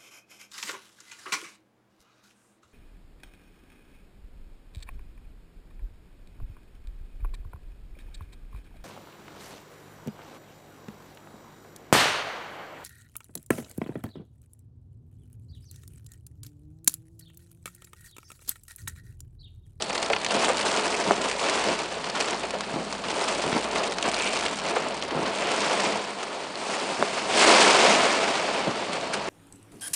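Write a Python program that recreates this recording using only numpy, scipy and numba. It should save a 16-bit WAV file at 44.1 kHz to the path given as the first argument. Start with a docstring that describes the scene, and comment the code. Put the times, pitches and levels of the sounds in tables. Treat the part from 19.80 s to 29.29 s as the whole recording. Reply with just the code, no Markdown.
"""Heavy rain drums on the roof of a parked car and patters on its windscreen, heard from the front seat.
It comes in sheets, the heaviest near the end; big drops snap, plop and splash, wipers thud, knock and whine.
Rain is made of many short blows, each with a click and a ring, shaped by the sound of the panel it hits.
Splashes are bursts of such blows. Hiss, rumble and thuds are filtered noise; whine, pings and a faint hum
are sine waves."""
import sys
import numpy as np
from scipy import signal
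from scipy.fft import rfft, irfft
from scipy.io import wavfile
from numba import njit

SR = 44100
rng = np.random.default_rng(int(sys.argv[2]) if len(sys.argv) > 2 else 0)


def store_pcm(level_fs):
    """Save levels as 16-bit WAV."""
    pcm = np.round(np.clip(level_fs, -1, 1) * 32767).astype(np.int16)
    wavfile.write(sys.argv[1], SR, np.atleast_2d(pcm).T)


N = 418489  # length of the scene in samples, about 9.5 s

# Loudness of the cabin hum. Each row: time in seconds, level in dB to which its tones are referred.
HUM_LEVEL = [(0, -61.5), (1.6, -57.5), (2.5, -62), (3.2, -58.5), (4.6, -58.5), (6.1, -66), (6.35, -74),
             (6.9, -83), (7.6, -63), (9.49, -73)]
# Tones in the hum. Each row: pitch in Hz, level in dB compared with the hum's loudness.
HUM_LINES = [(57.3, 1), (86, -7.5)]
# Tone of the rumbling body shell. Each row: frequency in Hz, relative level in dB.
SHELL_TONE = [(20, -16), (40, -5), (60, -8), (90, 0.5), (130, 2.5), (190, 12), (260, 8.5), (600, -43)]
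# Loudness of that rumble. Each row: time in seconds, level in dB.
RUMBLE_LEVEL = [(0, -47.5), (6.1, -46.5), (6.35, -52), (6.95, -52.5), (7.3, -47), (8.9, -46), (9.49, -42.5)]
# Tone of the rain hissing all around the car. Each row: frequency in Hz, relative level in dB.
OUTSIDE_TONE = [(100, -24), (300, 10), (700, 12), (1700, 6), (2600, -2), (4500, 8.5), (6000, -15),
                (10000, -11.5)]
# Loudness of that hiss. Each row: time in seconds, level in dB.
OUTSIDE_LEVEL = [(0, -38.5), (2, -43.5), (2.9, -43.5), (5.3, -41.5), (6.3, -42.5), (9.49, -41)]

# Whine of the wiper motor in one sweep: time of greatest load and half the width of the load peak, in seconds
SWEEP_S, SWEEP_HALF_S = 0.99, 0.087
# its free-running pitch, the drop in pitch at full load, and its level at full load
MOTOR_HZ, MOTOR_SAG_HZ, MOTOR_DB = 1480, 66, -40
# Wiper arms starting, turning and parking. Each row: start in seconds, level in dB, length in seconds,
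# frequency in Hz below which the thud is thin.
THUDS = [(0.528, -34, 0.15, 50), (1.267, -25.5, 0.058, 130), (1.862, -28.5, 0.062, 130),
         (2.937, -30.5, 0.11, 130), (3.649, -28, 0.049, 125), (3.741, -26.5, 0.059, 70),
         (4.236, -31, 0.071, 90), (5.314, -28, 0.15, 85), (6.056, -32.5, 0.048, 110),
         (7.185, -27, 0.048, 200), (8.856, -28, 0.05, 69.8)]
# Tone of the wiper linkage in the bulkhead. Each row: frequency in Hz, relative level in dB.
BULKHEAD_TONE = [(35, -20), (70, -11), (110, -7.5), (190, 4.5), (320, 3.5), (480, 1.5), (900, -2.5),
                 (1500, -13.5), (3000, -40)]
# Slack in the wiper linkage knocking home. Each row: start in seconds, peak level in dB.
BUMPS = [(0.549, -16), (1.272, -17), (2.94, -22), (2.96, -15.5), (3.667, -19), (3.68, -17), (3.728, -14),
         (3.763, -15), (4.283, -17), (5.322, -18), (5.363, -18), (7.193, -23), (8.878, -17), (8.893, -21.5)]
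# Tone of such a bump. Each row: frequency in Hz, relative level in dB.
BUMP_TONE = [(30, -22), (70, -17.5), (130, -0.5), (250, 2), (450, -3), (800, -6), (1500, -19), (4000, -67)]
# Wiper blades flipping over. Each row: time in seconds, peak of the bare slap in dB, pitch of the slap in Hz.
KNOCKS = [(1.3097, -4.2, 740), (7.2263, -7.4, 780)]
# Ringing of windscreen and cabin after a flip. Each row: pitch in Hz, level in dB compared with the slap,
# time to fade by 60 dB in seconds.
KNOCK_MODES = [(197, -18, 0.14), (398, -12.5, 0.076), (570, -6, 0.029), (716, -19, 0.044),
               (860, -15.5, 0.067), (1130, -24, 0.057), (2200, -25, 0.031)]

# A run of drips on a piece of trim: start in seconds, level in dB, length in seconds.
RATTLE = (4.35, -31.5, 0.19)
# Tone of that trim. Each row: frequency in Hz, relative level in dB.
TRIM_TONE = [(1000, -35), (2000, -13), (2350, 2), (2900, -3), (3400, -9), (8000, -39)]
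# Drops that ring a piece of trim. Each row: start in seconds, pitch in Hz, level at the start in dB.
PINGS = [(0.107, 2630, -15.5), (0.3323, 2425, -10), (0.336, 3000, -10), (4.664, 2980, -11),
         (6.756, 4350, -17.5)]
# Drops bursting into droplets. Each row: start in seconds, level in dB before the cabin colours it,
# length in seconds, frequency in Hz above which the splash is dull.
SPLASHES = [(0.147, -28.5, 0.014, 10000), (.607, -29.5, 0.052, 10000), (0.686, -28, 0.039, 2000),
            (1.206, -34, 0.022, 2000), (1.636, -28, 0.0082, 9000), (1.724, -30, 0.052, 7000),
            (2.241, -27.5, 0.0058, 5000), (2.35, -27.5, 0.012, 5000), (2.401, -24.5, 0.0099, 10000),
            (2.528, -30, .012, 5000), (2.73, -35, 0.019, 2200), (2.832, -33, 0.018, 4000),
            (3.125, -29.5, 0.0065, 8000), (3.236, -31, .02, 4000), (3.408, -29, 0.016, 5000),
            (3.479, -29, 0.033, 6000), (3.614, -29.5, 0.027, 7000), (3.715, -29.5, 0.035, 4000),
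            (3.95, -32, 0.053, 6000), (4.238, -28.5, 0.047, 3000), (4.395, -37, 0.011, 7000),
            (4.846, -31, 0.014, 5000), (4.958, -24.5, 0.016, 2420), (5.285, -37, 0.043, 2000),
            (5.306, -33, .014, 4000), (5.453, -29.5, 0.032, 4000), (5.81, -29, 0.074, 6000),
            (5.997, -25, .012, 6000), (6.05, -27, 0.013, 5000), (6.428, -29, 0.01, 10000),
            (7.372, -29, 0.031, 5030), (9.129, -32, 0.016, 9940), (9.333, -22.5, 0.015, 10000)]
# Tone of a splash on the glass. Each row: frequency in Hz, relative level in dB.
SPLASH_TONE = [(200, -32), (1000, 3), (3000, 1), (5000, -1.5), (9500, -6)]
# Fat drops plopping on the roof. Each row: start in seconds, peak in dB before the cabin colours it,
# frequency in Hz below which the plop is thin.
PLOPS = [(.302, -14, 450), (.683, -14, 350), (.702, -14.5, 400), (2.738, -19.5, 300), (2.752, -21, 300),
         (3.415, -18, 400), (3.596, -18, 550), (4.002, -25, 300), (4.279, -17, 400), (4.88, -32, 450),
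         (4.966, -11, 650), (5.02, -20, 450), (6.06, -21, 300), (6.432, -29, 400), (8.05, -9, 450)]
# Tone of a plop. Each row: frequency in Hz, relative level in dB.
PLOP_TONE = [(80, -75), (200, -16), (400, 12), (650, 13), (1050, 1.5), (1600, -5.5), (2600, -5),
             (5000, -40), (10000, -39)]
# Big drops snapping on the windscreen. Each row: start in seconds, peak in dB before the cabin colours it,
# frequency in Hz above which the snap is dull.
SNAPS = [(.0225, -9.5, 9000), (.179, -13, 4970), (.228, -11, 8000), (.262, -14, 8000), (.3005, -14.5, 4970),
         (.3332, -10, 3560), (.364, -10.5, 2500), (.4467, -12, 9000), (.464, -7.5, 6000),
         (.5085, -12, 7030), (.5204, -22, 6000), (.546, -13, 6960), (.6067, -14, 9000),
         (.6462, -10.5, 9000), (.7705, -10, 9100), (.915, -16, 9000), (.9725, -14, 9000),
         (1.4985, -14, 9000), (1.5135, -12, 8000), (1.6863, -11, 10000), (1.697, -10, 10000),
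         (2.171, -25, 9000), (2.2435, -20, 5000), (2.2988, -17, 9000), (2.363, -18, 5000),
         (2.409, -9, 10000), (2.433, -21, 8000), (2.447, -29, 8000), (2.485, -16, 7000), (2.554, -20, 5000),
         (2.707, -14, 10000), (2.8076, -15, 8000), (3.1265, -14.5, 9000), (3.2843, -16, 6940),
         (3.3045, -17, 4970), (3.9588, -13.5, 7000), (4.122, -13.5, 6000), (4.1849, -11, 9000),
         (4.2265, -10, 9000), (4.3818, -21, 7000), (4.475, -13, 7000), (4.559, -15, 8000),
         (4.6631, -16, 6000), (4.682, -19, 7000), (4.799, -14, 7000), (5.176, -22, 7000),
         (5.224, -18, 5000), (6.145, -25, 8000), (9.211, -21, 6000)]

# Sheets of rain. Each row: start in seconds, rise in seconds, time from start to fading in seconds,
# level on the roof in dB, level on the glass in dB, speed of fading in dB per second.
SHEETS = [(-.06, .2, .36, -37, -37.5, 15), (.42, .14, .27, -28, -30, 110), (.72, .13, .24, -29, -29.5, 9),
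          (1.4, .33, .46, -29, -30, 55), (2.29, .1, .22, -32, -33, 110), (3.15, .28, .62, -31, -34, 32),
          (3.91, .07, .11, -30, -35, 70), (4.08, .32, .48, -32, -31.5, 23), (4.74, .12, .3, -32, -38, 80),
          (5.25, .2, .26, -32, -40, 50), (5.36, .36, .74, -28.5, -30, 90), (6.1, .08, .2, -39, -41, 20),
          (6.65, .3, .72, -33.5, -35.5, 2), (7.43, .27, .42, -19, -17.5, 22),
          (7.8, .25, .27, -24, -25.5, 16), (8.3, .22, .5, -33, -44, 25)]
STEADY_ROOF_DB, STEADY_GLASS_DB = -36.5, -43  # rain between the sheets
FLURRY_HZ, FLURRY_DB = 18, 1.25  # drops come in clumps: how fast, and how uneven in light rain
DOWNPOUR_DB = -25  # around this level and above, the clumps merge
# Tone of the roof under rain. Each row: frequency in Hz, relative level in dB.
ROOF_TONE = [(40, -45), (80, -26), (120, -30), (160, -15.5), (200, -11.5), (250, -7.5), (400, -1.5),
             (520, -3), (660, 0.5), (800, -4), (1000, -4), (1300, -8.5), (1700, -14), (3000, -13),
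             (10000, -59.5)]
# Tone of the windscreen under drops. Each row: frequency in Hz, relative level in dB.
GLASS_TONE = [(90, -49), (200, -19.5), (500, -9.5), (1000, -1), (1700, -5), (2100, -2), (2550, -2),
              (3400, -4.5), (4600, -4), (5600, -6.5), (7500, -8.5), (9000, -10), (10200, -19)]
# Mix of drops on the glass. Each row: time in seconds, coarse drops compared with the fine spray in dB,
# change to the treble of the spray in dB.
COARSE = [(0, 19, 9.5), (1.8, -3, -8.5), (2.4, 0.5, -18), (3.0, 2, 3.5), (4.4, 6, -8.5), (5.8, -1.5, -21),
          (6.6, -7, 0.5), (7.7, -15, -4), (8.15, -16, -8.5), (9.49, -9, -20.5)]
SPRAY_TOP_HZ = 4970  # where the treble of the fine spray begins
# Resonances of roof and cabin. Each row: frequency in Hz, width in Hz, lift in dB.
CABIN_PEAKS = [(202.5, 10, 5.5), (430, 7.4, 5), (528, 20, 3), (690, 20, 1), (880, 44, 2), (1326, 20, 1.5),
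               (1744, 25, 3), (2590, 32, 2), (4290, 130, 1), (5190, 64, -0.5)]
TOP_HZ = 10050  # upper edge of the whole sound


def undb(db):
    """Decibels to gain."""
    return 10 ** (np.asarray(db) / 20)


def unit(x):
    """Scale to an average strength (rms) of 1."""
    return x / np.sqrt(np.mean(x ** 2) + 1e-18)


def curve(table, axis=1):
    """One column of a table, joined by straight lines in time."""
    rows = np.array(table)
    return np.interp(np.arange(N) / SR, rows[:, 0], rows[:, axis])


def add(out, s, sound):
    """Mix a sound in at time s."""
    i = max(int(s * SR), 0)
    out[i:i + len(sound)] += sound[:max(N - i, 0)]


def cut(x, hz, kind, order=2):
    """Gentle filter that keeps the lows ("low") or the highs ("high")."""
    return signal.sosfilt(signal.butter(order, min(hz, SR / 3), kind, fs=SR, output="sos"), x)


def fading(t, t60):
    """Ringing dies away by 60 dB, to a thousandth, in t60 seconds."""
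    return np.exp(-np.log(1000) * t / t60)


def swell(db, length):
    """An envelope that rises quickly and dies away."""
    u = np.arange(SR // 2) / SR / length * np.pi
    return undb(db) * u * np.exp(1 - u)


def response(points, size=4096):
    """The sound of one tap on something with this tone: it starts at once and then dies away."""
    hz, db = np.transpose(points)
    grid = np.maximum(np.fft.rfftfreq(size, 1 / SR), 1)
    tone_db = np.interp(np.log(grid), np.log(hz), db)
    cepstrum = irfft(np.log(undb(tone_db)))
    # folding the second half onto the first packs the energy at the start (minimum phase)
    cepstrum[1:size // 2] *= 2
    cepstrum[size // 2 + 1:] = 0
    return irfft(np.exp(rfft(cepstrum)))


def toned_noise(points):
    """Steady noise with a given tone; rms 1."""
    return unit(signal.oaconvolve(rng.standard_normal(N), response(points))[:N])


def spots(ring_db, t60, tint_db, count, size=2048):
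    """Blows on different spots: a direct click, a diffuse ring of panel and cabin, and each spot's own colour."""
    t = np.arange(size) / SR
    chance = rng.standard_normal((count, 2, size))
    ring = chance[:, 0] * fading(t, t60)
    blows = undb(ring_db) * ring / np.linalg.norm(ring, axis=1, keepdims=True)
    blows[:, 32] += 1  # the click
    # peaks and dips about half an octave wide
    octave = np.log2(1 + np.fft.rfftfreq(size, 1 / SR) / 500)
    wiggle = np.array([np.interp(2 * octave, np.arange(size), c) for c in chance[:, 1]])
    tint = undb(tint_db * wiggle)
    tint /= np.sqrt(np.mean(tint[:, :size // 4] ** 2, axis=1, keepdims=True))
    return irfft(rfft(blows) * tint)


@njit
def scatter(at, size, spot, blows):
    """Sum of drops, each with the blow of the spot that it hits."""
    out = np.zeros(N + blows.shape[1])
    for k in range(len(at)):
        blow, part = blows[spot[k]], out[at[k]:]
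        for i in range(len(blow)):
            part[i] += size[k] * blow[i]
    return out[:N]


def shower(panel, rate, spread_db, ring_db, t60, tint_db, count=200):
    """Drops land at random times and places on a panel, their sizes spread by spread_db; rms 1."""
    rate = rate * np.ones(N)  # drops per second
    fallen = np.cumsum(rate) / SR
    blows = spots(ring_db, t60, tint_db, count=count)
    when, rank, place = rng.random((N // 8, 3))[:int(fallen[-1])].T
    at = np.searchsorted(fallen, when * fallen[-1])
    # many small drops and few large ones, up to a largest size; every other blow is flipped
    flip = (-1) ** np.arange(len(at))
    size = undb(-spread_db * np.log(rank + np.exp(-np.pi))) * flip
    patter = scatter(at, size, (place * count).astype(int), blows)
    # more drops sound denser here, not louder: the level is set elsewhere
    return unit(signal.oaconvolve(patter, panel)[:N] / np.sqrt(rate))


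def hum(width_hz=5, waver=0.3):
    """A low hum: steady tones whose strength and phase drift slowly at random."""
    out = 0
    for hz, db in HUM_LINES:
        slow = unit(cut(rng.standard_normal((2, N)), width_hz, "low"))
        phase = 2 * np.pi * hz * np.arange(N) / SR
        tone = (1 + waver * slow[0]) * np.sin(phase) + waver * slow[1] * np.cos(phase)
        out = out + undb(db) * unit(tone)
    return out * undb(curve(HUM_LEVEL))


def shell():
    """The heavy body rumbles softly under the rain."""
    return toned_noise(SHELL_TONE) * undb(curve(RUMBLE_LEVEL))


def outside():
    """Countless drops further off merge into an even hiss."""
    return toned_noise(OUTSIDE_TONE) * undb(curve(OUTSIDE_LEVEL))


def wiper_motor():
    """A thin gear whine that swells and sags in pitch as the blades drag in mid-sweep."""
    load = np.exp(-((np.arange(N) / SR - SWEEP_S) / SWEEP_HALF_S) ** 2)
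    phase = 2 * np.pi * np.cumsum(MOTOR_HZ - MOTOR_SAG_HZ * load) / SR
    return np.sqrt(2) * np.sin(phase) * load * undb(MOTOR_DB)


def wiper_thuds():
    """The linkage takes up its load and shudders in the bulkhead."""
    out, wall = np.zeros(N), response(BULKHEAD_TONE)
    for s, db, length, low_hz in THUDS:
        noise = signal.fftconvolve(rng.standard_normal(SR), wall)
        shudder = cut(noise, low_hz, "high")[SR // 2:SR // 2 * 2]
        load = swell(db, length)
        thud = load * shudder
        add(out, s, thud * np.linalg.norm(load) / np.linalg.norm(thud))
    return out


def wiper_bumps(ring_db=0, t60=0.024):
    """Slack in the linkage closes with one broad, dull knock."""
    out, wall = np.zeros(N), response(BUMP_TONE)
    blows = spots(ring_db, t60, 1.5, count=len(BUMPS))
    for (s, db), blow in zip(BUMPS, blows):
        hit = signal.fftconvolve(blow, wall)
        add(out, s, undb(db) * hit / np.abs(hit).max())
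    return out


def wiper_knocks(low_hz=200, click_db=-22, click_hz=2200, click_t60=0.013):
    """A rubber blade slaps the glass in one push and pull; its holder clicks, glass and cabin ring briefly."""
    out, t = np.zeros(N), np.arange(SR // 4) / SR
    for s, db, slap_hz in KNOCKS:
        u = 2 * np.pi * slap_hz * np.arange(-64, 65) / SR
        slap = -u * np.exp((1 - u ** 2) / 2)
        ring = np.zeros(len(t))
        for hz, mode_db, t60 in KNOCK_MODES:
            ring += undb(mode_db) * np.sin(2 * np.pi * (hz * t + rng.random())) * fading(t, t60)
        noise = cut(cut(rng.standard_normal(len(t)), click_hz, "high"), click_hz, "low")
        click = noise * fading(t, click_t60)
        add(out, s - len(slap) / 2 / SR, undb(db) * slap)
        add(out, s, undb(db) * (ring + undb(click_db) * click / np.abs(click).max()))
    return cut(out, low_hz, "high", order=1)


def rattle():
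    """Drips fall in quick succession on a stiff piece of trim."""
    flow, (s, db, length) = np.zeros(N), RATTLE
    add(flow, s, swell(db, length))
    return flow * shower(response(TRIM_TONE), 400, spread_db=2, ring_db=5, t60=.03, tint_db=2)


def pings(t60=0.0047):
    """A small stiff part rings for a few cycles."""
    out, t = np.zeros(N), np.arange(SR // 10) / SR
    for s, hz, db in PINGS:
        add(out, s, undb(db) * np.sin(2 * np.pi * hz * t) * fading(t, t60))
    return out


def splashes():
    """A drop bursts and its droplets rattle down together; the place where it lands takes off some treble."""
    out = np.zeros(N)
    droplets = shower(response(SPLASH_TONE), 3000, spread_db=3, ring_db=2, t60=.02, tint_db=3)
    droplets = np.tile(droplets, 2)  # so that a late splash does not run out of droplets
    for s, db, length, hz in SPLASHES:
        flow, i = swell(db, length), int(s * SR)
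        add(out, s, flow * unit(cut(droplets[i:i + len(flow)], hz, "low")))
    return out


def big_drops(table, tone, kind, ring_db, t60):
    """Single heavy drops, each on its own spot, which takes off its top or its bottom."""
    out, panel = np.zeros(N), response(tone)
    blows = spots(ring_db, t60, 2.5, count=len(table))
    for (s, db, hz), blow in zip(table, blows):
        hit = cut(signal.fftconvolve(blow, panel), hz, kind)[32:]  # start at the click
        add(out, s, undb(db) * hit / np.abs(hit).max())
    return out


def rainfall():
    """Levels on roof and glass in dB: each sheet builds, holds and fades over steady rain, with clumps of drops."""
    power = undb([[STEADY_ROOF_DB], [STEADY_GLASS_DB]]) ** 2
    for start, rise, length, roof_db, glass_db, fade in SHEETS:
        age = np.arange(N) / SR - start
        build = np.sin(np.pi / 2 * np.clip(age / rise, 0, 1)) ** 2
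        sheet = build * undb(-fade * np.maximum(age - length, 0))
        power = power + (undb([[roof_db], [glass_db]]) * sheet) ** 2
    clumps = unit(cut(rng.standard_normal(N), FLURRY_HZ, "low"))
    evenness = np.sqrt(1 + power / undb(DOWNPOUR_DB) ** 2)  # heavy rain is smoother
    return 10 * np.log10(power) + FLURRY_DB * clumps / evenness


def windscreen(glass_db):
    """Coarse drops tick on the glass over a fine spray; heavier rain means more coarse drops."""
    panel, share = response(GLASS_TONE), undb(curve(COARSE))
    rate = 220 * undb(np.clip(glass_db - np.median(glass_db), -20, 20) * .5)
    coarse = shower(panel, rate, spread_db=3, ring_db=4.5, t60=.028, tint_db=5.5)
    spray = shower(panel, 3200, spread_db=4.0, ring_db=13, t60=0.027, tint_db=5.0)
    dull = cut(spray, SPRAY_TOP_HZ, "low", order=1)
    treble = spray - dull
    spray = unit(dull + undb(curve(COARSE, axis=2)) * treble)
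    return (share * coarse + spray) / np.sqrt(1 + share ** 2) * undb(glass_db)


def roof(roof_db):
    """Dull drumming of equal drops through the headliner; heavier rain means more drops."""
    rate = 700 * undb(np.clip(roof_db - np.median(roof_db), -10, 10))
    drumming = shower(response(ROOF_TONE), rate, spread_db=0.0, ring_db=8.5, t60=0.094, tint_db=2.5)
    return drumming * undb(roof_db)


def cabin(x):
    """A few resonances of roof and cabin colour the rain and drops."""
    out = x
    for hz, width, db in CABIN_PEAKS:
        out = out + (undb(db) - 1) * signal.lfilter(*signal.iirpeak(hz, hz / width, fs=SR), x)
    return out


def scene():
    """Rain and drops coloured by the cabin, then pings, wipers and hum."""
    roof_db, glass_db = rainfall()
    rain = roof(roof_db) + windscreen(glass_db) + outside() + shell()
    snaps = big_drops(SNAPS, GLASS_TONE, "low", ring_db=4, t60=.03)
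    plops = big_drops(PLOPS, PLOP_TONE, "high", ring_db=0.0, t60=0.12)
    wipers = wiper_thuds() + wiper_bumps() + wiper_knocks() + wiper_motor()
    coloured = cabin(rain + snaps + plops + splashes() + rattle())
    return (coloured + pings() + wipers + hum())[None]


def record(dry):
    """A steep filter takes away the highest treble."""
    return signal.sosfilt(signal.ellip(10, .2, 80, TOP_HZ, fs=SR, output="sos"), dry)


dry = scene()
out = record(dry)
store_pcm(out)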